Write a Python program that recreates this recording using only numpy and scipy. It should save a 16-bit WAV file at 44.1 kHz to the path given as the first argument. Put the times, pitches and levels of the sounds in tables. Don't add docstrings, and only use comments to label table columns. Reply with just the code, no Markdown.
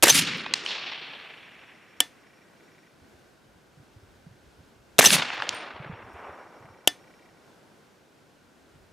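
import sys
import numpy as np
from scipy import signal
from scipy.fft import rfft, irfft
from scipy.io import wavfile
from scipy.ndimage import uniform_filter1d

SR = 44100
rng = np.random.default_rng(int(sys.argv[2]) if len(sys.argv) > 2 else 0)


def store_wav(level_fs):
    pcm = np.round(np.clip(np.atleast_2d(level_fs), -1, 1) * 32767)
    wavfile.write(sys.argv[1], SR, pcm.T.astype(np.int16))


N = 393372
TIME = np.arange(N) / SR

# (t/s, level/dB, length/ms)
BLASTS = [(0.0295, -7.5, 12.3), (4.9886, -3, 8)]
# (f/Hz, level/dB)
FLAT = [(1, 0), (2, 0)]


def amp(db):
    return 10 ** (np.asarray(db) / 20)


def rms_one(x):
    return x / np.sqrt(np.mean(x ** 2) + 1e-20)


def at_hz(points, hz):
    table_hz, table_db = np.array(points).T
    return np.interp(np.log(hz), np.log(table_hz), table_db)


def drift(rate):
    r = np.exp(-80 * np.pi * rate / SR)
    noise = rng.standard_normal(N // 40 + 2002)
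    slow = rms_one(signal.lfilter([1], [1, -2 * r, r * r], noise)[2000:])
    return np.interp(np.arange(N) / 40, np.arange(len(slow)), slow)


def coloured(spectrum, size, side_db):
    hz = np.maximum(np.arange(size // 2 + 1) * SR / size, 1)
    mid, side = rfft(rng.standard_normal((2, size))) * amp(at_hz(spectrum, hz))
    left_right = mid + amp(at_hz(side_db, hz)) * side * [[1], [-1]]
    return rms_one(irfft(left_right, size))


def unit_click(size):
    return np.eye(1, size)[0]


def ring(clicks, hz, t60):
    r = amp(-60 / (t60 * SR))
    w = 2 * np.pi * hz / SR
    return signal.lfilter([0, np.sin(w)], [1, -2 * r * np.cos(w), r * r], clicks + 1e-18)


def add(out, s, sound):
    i = round(s * SR)
    out[..., i:i + sound.shape[-1]] += sound[..., :N - i]


def burst(spectrum, rise_ms, t60, size=8192):
    # (f/Hz, level/dB)
    near_side = [(60, -13), (240, -18.5), (950, -19), (3770, -20), (15000, -19)]
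    t = np.arange(size) / SR
    rise = max(rise_ms, .05) / 1000
    shape = np.minimum(t / rise, 1) ** 2 * amp(-60 * np.maximum(t - rise, 0) / t60)
    x = coloured(spectrum, size, near_side) * shape
    return x / np.abs(x).max()


def quiet_air():
    # (f/Hz, level per Hz/dB)
    air_spectrum = [(18, -46), (30, -23), (145, 0), (364, -0.5), (540, -4), (866, -7.5), (1280, -11),
                    (1390, -8.5), (1540, -6), (1720, -12.5), (5740, -20.5), (10800, -28), (14400, -32.5),
                    (16000, -38.5)]
    # (f/Hz, level/dB)
    air_side = [(60, -5.5), (240, -7), (950, -4.5), (3770, -7), (15000, -12.5)]
    # (start t/s, end t/s)
    quieter_spans = [(.03, 0.56), (4.99, 5.95)]
    air_db, quieter_db, return_s = -58, -4, 0.17
    quieter = np.zeros(N)
    for s, end in quieter_spans:
        quieter += np.interp(TIME, [s, s + .01, end, end + return_s], [0, 1, 1, 0])
    return amp(air_db + quieter_db * quieter + 0.66 * drift(2.7)) * coloured(air_spectrum, N, air_side)


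def motor():
    # (start t/s, stop t/s)
    runs = [(1.034, 2.92), (5.841, 7.49)]
    # (start t/s, end t/s)
    quieter_spans = [(2.03, 2.22), (2.44, 2.59), (7.31, 7.5)]
    quieter_db, round_s = -7, .15
    buzz_step_hz, click_db = 425, -52
    whine_hz, whine_db, whine_sag_db = 5561, -69.98, 1.5
    buzz_rise_from_db, buzz_rise_s = -5, .75
    clicks, gate, running = np.zeros(N), np.zeros(N), np.zeros(N)
    steps = (np.arange(4)[:, None] / 30 + np.arange(5) / buzz_step_hz).ravel()
    push_pull = np.tile((-1) ** np.arange(5), 4)
    for start, stop in runs:
        running[(TIME > start - round_s) & (TIME < stop)] = 1
        for s in np.arange(start, stop, round_s):
            round_db = click_db + buzz_rise_from_db * max(1 - (s - start) / buzz_rise_s, 0)
            step_gain = amp(round_db + rng.normal(0, 3.0, len(steps)))
            clicks[np.round((s + steps - .002) * SR).astype(int)] = step_gain * push_pull
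            short, long = amp(whine_db - whine_sag_db * rng.exponential(1, 2))
            gate[round((s + .032) * SR):round((s + .066) * SR)] = short
            gate[round((s + .1) * SR):round((s + .149) * SR)] = long
    for start, stop in quieter_spans:
        running[(TIME > start) & (TIME < stop)] = amp(quieter_db)
    whine_gain = uniform_filter1d(gate * running, size=130)
    whine = np.sin(2 * np.pi * whine_hz * TIME) * whine_gain
    buzz = ring(clicks * running, 2120, .007)
    return buzz + whine


def wind():
    # (t/s, level/dB)
    gusts = [(0.0, -67), (0.2, -62), (0.45, -69), (0.67, -77), (1.49, -82.5), (2.88, -82), (3.08, -68.5),
             (3.5, -71.5), (4.15, -63), (4.87, -67.5), (5.14, -60), (5.44, -70), (5.71, -80), (5.91, -60),
             (6.36, -73.5), (7.53, -79), (7.97, -81), (8.92, -65)]
    # (t/s, peak level/dB, f/Hz)
    bumps = [(0.369, -36, 221), (3.018, -52, 88.8), (3.143, -55, 77.7), (3.457, -53, 127),
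             (3.773, -47, 144.4), (3.798, -45.5, 123), (3.829, -50.5, 245), (3.962, -44, 101.6),
             (4.029, -48, 93.4), (4.265, -38.5, 160.5), (4.308, -44.5, 114), (4.339, -52, 127),
             (4.584, -50, 85.2), (4.6, -49, 139.4), (5.39, -47, 121), (5.495, -51, 100), (5.53, -51, 110),
             (5.74, -49, 85), (5.799, -34, 141), (5.859, -38.5, 142), (5.896, -30, 163), (5.927, -37, 106),
             (6.054, -47, 113.6), (6.139, -45.5, 80.3), (6.289, -48, 84.5), (6.607, -50, 117),
             (6.644, -45, 136), (6.699, -50.5, 98.6), (8.757, -49.5, 137.4)]
    small_bumps_per_s, small_bump_db = 2.5, 12.5
    rumble_spectrum = [(20, -15.5), (60, 4.5), (110, 1.0), (250, -24), (600, -46.5)]
    rumble = coloured(rumble_spectrum, N, [(20, -15.0), (300, -7.5)])
    gust_db = np.interp(TIME, *np.transpose(gusts))
    out = amp(gust_db + 3.4 * drift(9)) * rumble
    small = []
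    for place, soft, pitch in rng.random((int(small_bumps_per_s * N / SR), 3)):
        peak_db = gust_db[int(place * N)] + small_bump_db - 6 * soft
        small.append((place * N / SR, peak_db, 55 + 80 * pitch))
    for s, peak_db, hz in bumps + small:
        cycles = np.arange(4096) / SR * hz
        bump = np.sin(2 * np.pi * cycles) * cycles * np.exp(1 - cycles / 0.74) / 0.77
        add(out, s, amp(peak_db) * bump * amp([[-1.0], [1.0]]))
    return out


def swelling(hz):
    # (t after blast/s, level/dB, centre f/Hz,
    # width below to -6 dB/octaves, width above/octaves, rise/s, hold/s, fall/(dB per s))
    after_blast = [(0.0079, -26.5, 1800, 0.28, .4, .015, .03, 301.5),
                   (0.004, -32.5, 5000, 1.57, 1.2, 0.004, 0.098, 151),
                   (.11, -31.5, 7000, 1.66, .9, 0.017, 0.042, 496),
                   (0.1, -27, 10100, 0.1, .13, 0.018, 0.044, 399.5),
                   (.105, -27, 3340, 1.13, 1.18, .04, .015, 227)]
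    # (t/s, level/dB, centre f/Hz,
    # width below to -6 dB/octaves, width above/octaves, rise/s, fall/(dB per s))
    swells = [(.035, -34, 450, 1.3, .7, .012, 499.5), (.085, -32, 200.2, 0.74, .6, .07, 75.5),
              (.19, -34, 2700, 0.96, 1.28, 0.083, 31.5), (.20, -47, 420, 1.2, 0.48, .06, 22),
              (.535, -42, 4000, 1.6, 0.72, 0.0246, 53), (.60, -47.5, 1400, 1.38, 1.2, 0.1, 16.5),
              (0.643, -35.5, 3600, 0.79, 0.54, 0.046, 5.5), (.643, -54.5, 7440, .6, 0.41, 0.0074, 32),
              (4.993, -29, 449.4, 1.05, 0.69, .012, 400), (5.05, -35, 300, 1.5, .9, .015, 200),
              (5.09, -31.5, 174, 0.4, 0.82, 0.045, 154), (5.095, -36.5, 750, 0.6, .8, .045, 151),
              (5.15, -38, 2250, 1.5, 1.5, 0.035, 14), (5.401, -51, 940, 1.67, 1.96, 0.02, 8.5),
              (5.49, -47.5, 3500, -1.5, 0.75, 0.014, 34), (6.12, -48.5, 1100, 1.15, 0.88, 0.078, 28.5)]
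    air_loss_db_per_s, air_loss_power = 3.5, 1.63
    roars = [(s + after, *rest) for s, *_ in BLASTS for after, *rest in after_blast]
    roars += [(*row[:-1], 0, row[-1]) for row in swells]
    s, db, centre, below, above, rise, hold, fall = np.transpose(roars)[:, :, None]
    t = np.arange(0, N, 32) / SR
    octaves_off = np.log2(hz / centre)
    db = db - 6 * (octaves_off / np.where(hz < centre, below, above)) ** 2
    db = db - fall * np.maximum(t - s - rise - hold, 0)
    db = db - air_loss_db_per_s * (hz / 1000) ** air_loss_power * np.maximum(t - s - hold, 0)
    gains = amp(db) * np.clip((t - s) / rise, 0, 1)
    return np.interp(TIME, t, np.sqrt(np.sum(gains ** 2, axis=0)))


def wood():
    # (f/Hz, level/dB)
    wood_side = [(60, -15.5), (240, -26.5), (950, -25.5), (3770, -13), (15000, -12)]
    grain = amp(2.0 * drift(70))
    noise = [coloured(FLAT, N, wood_side) for draw in range(2)]
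    half_octaves = 70 * 2 ** np.arange(0, 5, .5)
    third_octaves = 2240 * 2 ** np.arange(0, 3.1, 1 / 3)
    edges = np.r_[half_octaves, third_octaves]
    out = np.zeros((2, N))
    for k, (low, high) in enumerate(zip(edges, edges[1:])):
        band_filter = signal.butter(3, [low, high], "band", fs=SR, output="sos")
        band = rms_one(signal.sosfilt(band_filter, noise[k % 2]))
        out += swelling(np.sqrt(low * high)) * amp(1.0 * drift(23)) * band
    return out * grain


def slaps():
    # (t/s, peak level/dB, centre f/Hz, width/octaves, time to fall 60 dB/s)
    echoes = [(0.147, -13, 2470, 1, .014), (0.345, -27, 2620, 1.1, .014), (0.443, -25, 2040, 1.4, 0.016),
              (0.462, -19, 1520, 2.2, 0.022), (0.537, -3, 3500, 1.2, 0.012),
              (0.662, -14, 3130, 0.71, 0.008), (5.008, -3, 1682, 1.44, .0071),
              (5.104, -3.5, 2800, 0.88, 0.0094), (5.165, -9.5, 1420, 2.3, .0085),
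              (5.197, -16, 2470, 1.8, .014), (5.22, -12.5, 1950, 1.6, .037), (5.302, -16, 1510, .89, .0072),
              (5.401, -20, 1460, 0.6, 0.019), (5.421, -12.5, 1550, 1.67, 0.011),
              (5.468, -24, 1710, 1.5, .014), (5.491, -9.5, 3830, 1.16, 0.0056),
              (5.845, -29, 930, 1.8, 0.015), (6.003, -38, 950, 1.3, .014)]
    out = np.zeros((2, N))
    for s, peak_db, hz, octaves, t60 in echoes:
        low, high = np.clip(hz * 2 ** (np.array([-.5, .5]) * octaves), 50, 18000)
        low_cut = signal.butter(2, low, "high", fs=SR, output="sos")
        high_cut = signal.butter(4, high, fs=SR, output="sos")
        slap = signal.sosfilt(np.r_[low_cut, high_cut], burst(FLAT, 1.0, t60, size=4096))
        add(out, s, amp(peak_db) * slap / np.abs(slap).max())
    return out


def brass():
    # (t/s, tick level/dB, level of first tone/dB, first tone f/Hz, time to fall 60 dB/s)
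    landings = [(.372, -44, -61, 9100, 0.37), (5.342, -44, -85, 8700, .3), (5.526, -70, -57, 8800, 0.19),
                (5.546, -45, -47.5, 8800, 0.24), (6.133, -58, -76, 8900, 0.23)]
    out, tap = np.zeros((2, N)), unit_click(16384)
    for s, tick_db, ring_db, hz, t60 in landings:
        tick = burst([(3000, -23), (9000, -5.0), (13000, 0)], 0.37, 0.023, size=4096)
        tones = ring(tap, hz, t60) + 0.59 * ring(tap, hz + 45, t60)
        add(out, s, amp(tick_db) * tick)
        add(out, s, amp(ring_db) * tones)
    return out


def blast():
    # (f/Hz, level per Hz/dB)
    gas_spectrum = [(24, -42), (40, -15), (529, 1.5), (1410, -6), (2840, -3.5), (3220, -10), (3740, -8.5),
                    (7730, -6.5), (13400, -9.5), (16000, -25)]
    # (f/Hz, level/dB)
    gas_side = [(60, -6.5), (180, -8), (550, -5.5), (1650, -7), (4970, -12.5), (15000, -24)]
    out, ms = np.zeros((2, N)), np.arange(4096) / SR * 1000
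    for s, db, length_ms in BLASTS:
        shape = np.minimum(ms / 0.77, 1) * amp(-4 * np.maximum(ms - length_ms, 0))
        sputter = amp(2.0 * drift(250)[:len(ms)])
        add(out, s, amp(db) * shape * sputter * coloured(gas_spectrum, len(ms), gas_side))
    return out


def action():
    # (t/s, peak level of the crack/dB, rise/ms, part struck)
    blows = [(0.0247, -3.5, 1.25, "hammer"), (0.0563, -9, 0.92, "bolt"), (0.0683, -8.5, 0.41, "carrier"),
             (0.0811, -4.5, 0.85, "bolt"), (.0845, -9.5, 1.5, "carrier"), (.0900, -2.5, 6.2, "rail"),
             (0.0987, -2, 0.65, "lugs"), (0.145, -14, 1.1, "spring"), (.1625, -14, 1.1, "spring"),
             (.1700, -24, 0.95, "bolt"), (0.1906, -14, 1.3, "bolt"), (2.003, 2, 1.53, "trigger"),
             (4.9831, -6.5, .97, "hammer"), (5.0148, -12, 0.79, "lugs"), (5.0269, -10.5, 0.82, "carrier"),
             (5.0390, -7, 1.7, "carrier"), (5.0450, -2, 4.5, "bolt"), (5.0564, 0.5, 1.46, "lugs"),
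             (5.0684, -4.5, 0.72, "bolt"), (5.1249, -10, 2.8, "spring"), (6.8737, 2.5, 1.54, "trigger")]
    parts = {"hammer": (3500, -13, .018), "carrier": (1800, -1.5, .05), "bolt": (2900, -8, .035),
             "lugs": (6250, -3, .045), "rail": (7550, -15.5, .03), "spring": (10100, -6, .04),
             "trigger": (3250, -5.5, .016)}
    # (f/Hz, level against the other tones/dB, time to fall 60 dB/s)
    steel = [(296, -11, .15), (727, -9, .1), (1787, 0, .11), (2046, -11, .14), (2950, -6, .11),
             (3461, -1, .12), (4705, -5, .08), (5360, -5, .075), (6169, -17, .2), (7488, -16, .1),
             (9297, -25, .25), (9469, -23, .17), (10100, -9, .06)]
    # (f/Hz, level per Hz/dB)
    crack_spectrum = [(59, -47), (100, -21), (583, -7.5), (1910, -17.5), (3050, -4), (3700, -1.5),
                      (4570, -13), (6150, -4.5), (6990, -10.5), (7610, -3), (8280, -11), (9610, -9),
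                      (13200, -13.5), (16000, -34.5)]
    # (f/Hz, level per Hz/dB)
    wash_spectrum = [(100, -6.5), (1000, -3.5), (4000, -4), (8000, -12), (16000, -25)]
    out, tap = np.zeros((2, N)), unit_click(9000)
    for s, peak_db, rise_ms, struck in blows:
        part_hz, part_db, t60 = parts[struck]
        crack = burst(crack_spectrum, rise_ms, t60)
        part = ring(crack, part_hz, 0.24 * t60)
        part = amp(part_db) * part / np.abs(part).max()
        wash = amp(-32.5) * burst(wash_spectrum, 2.2, 0.22)
        add(out, s, amp(peak_db) * (crack + part + wash))
        modes = sum(amp(db + rng.normal(0, 1.5)) * ring(tap, hz, ring_t60) for hz, db, ring_t60 in steel)
        add(out, s + rise_ms / 1000, amp(peak_db - 30) * modes)
    return out


def scene():
    shots = wood() + slaps() + brass() + blast() + action()
    shots = signal.sosfilt(signal.butter(3, 110, "high", fs=SR, output="sos"), shots)
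    return quiet_air() + motor() + wind() + shots


def record(dry):
    rounded = np.tanh(dry / .95) * .95
    return signal.sosfilt(signal.cheby2(12, 60, 16550, fs=SR, output="sos"), rounded)


dry = scene()
out = record(dry)
store_wav(out)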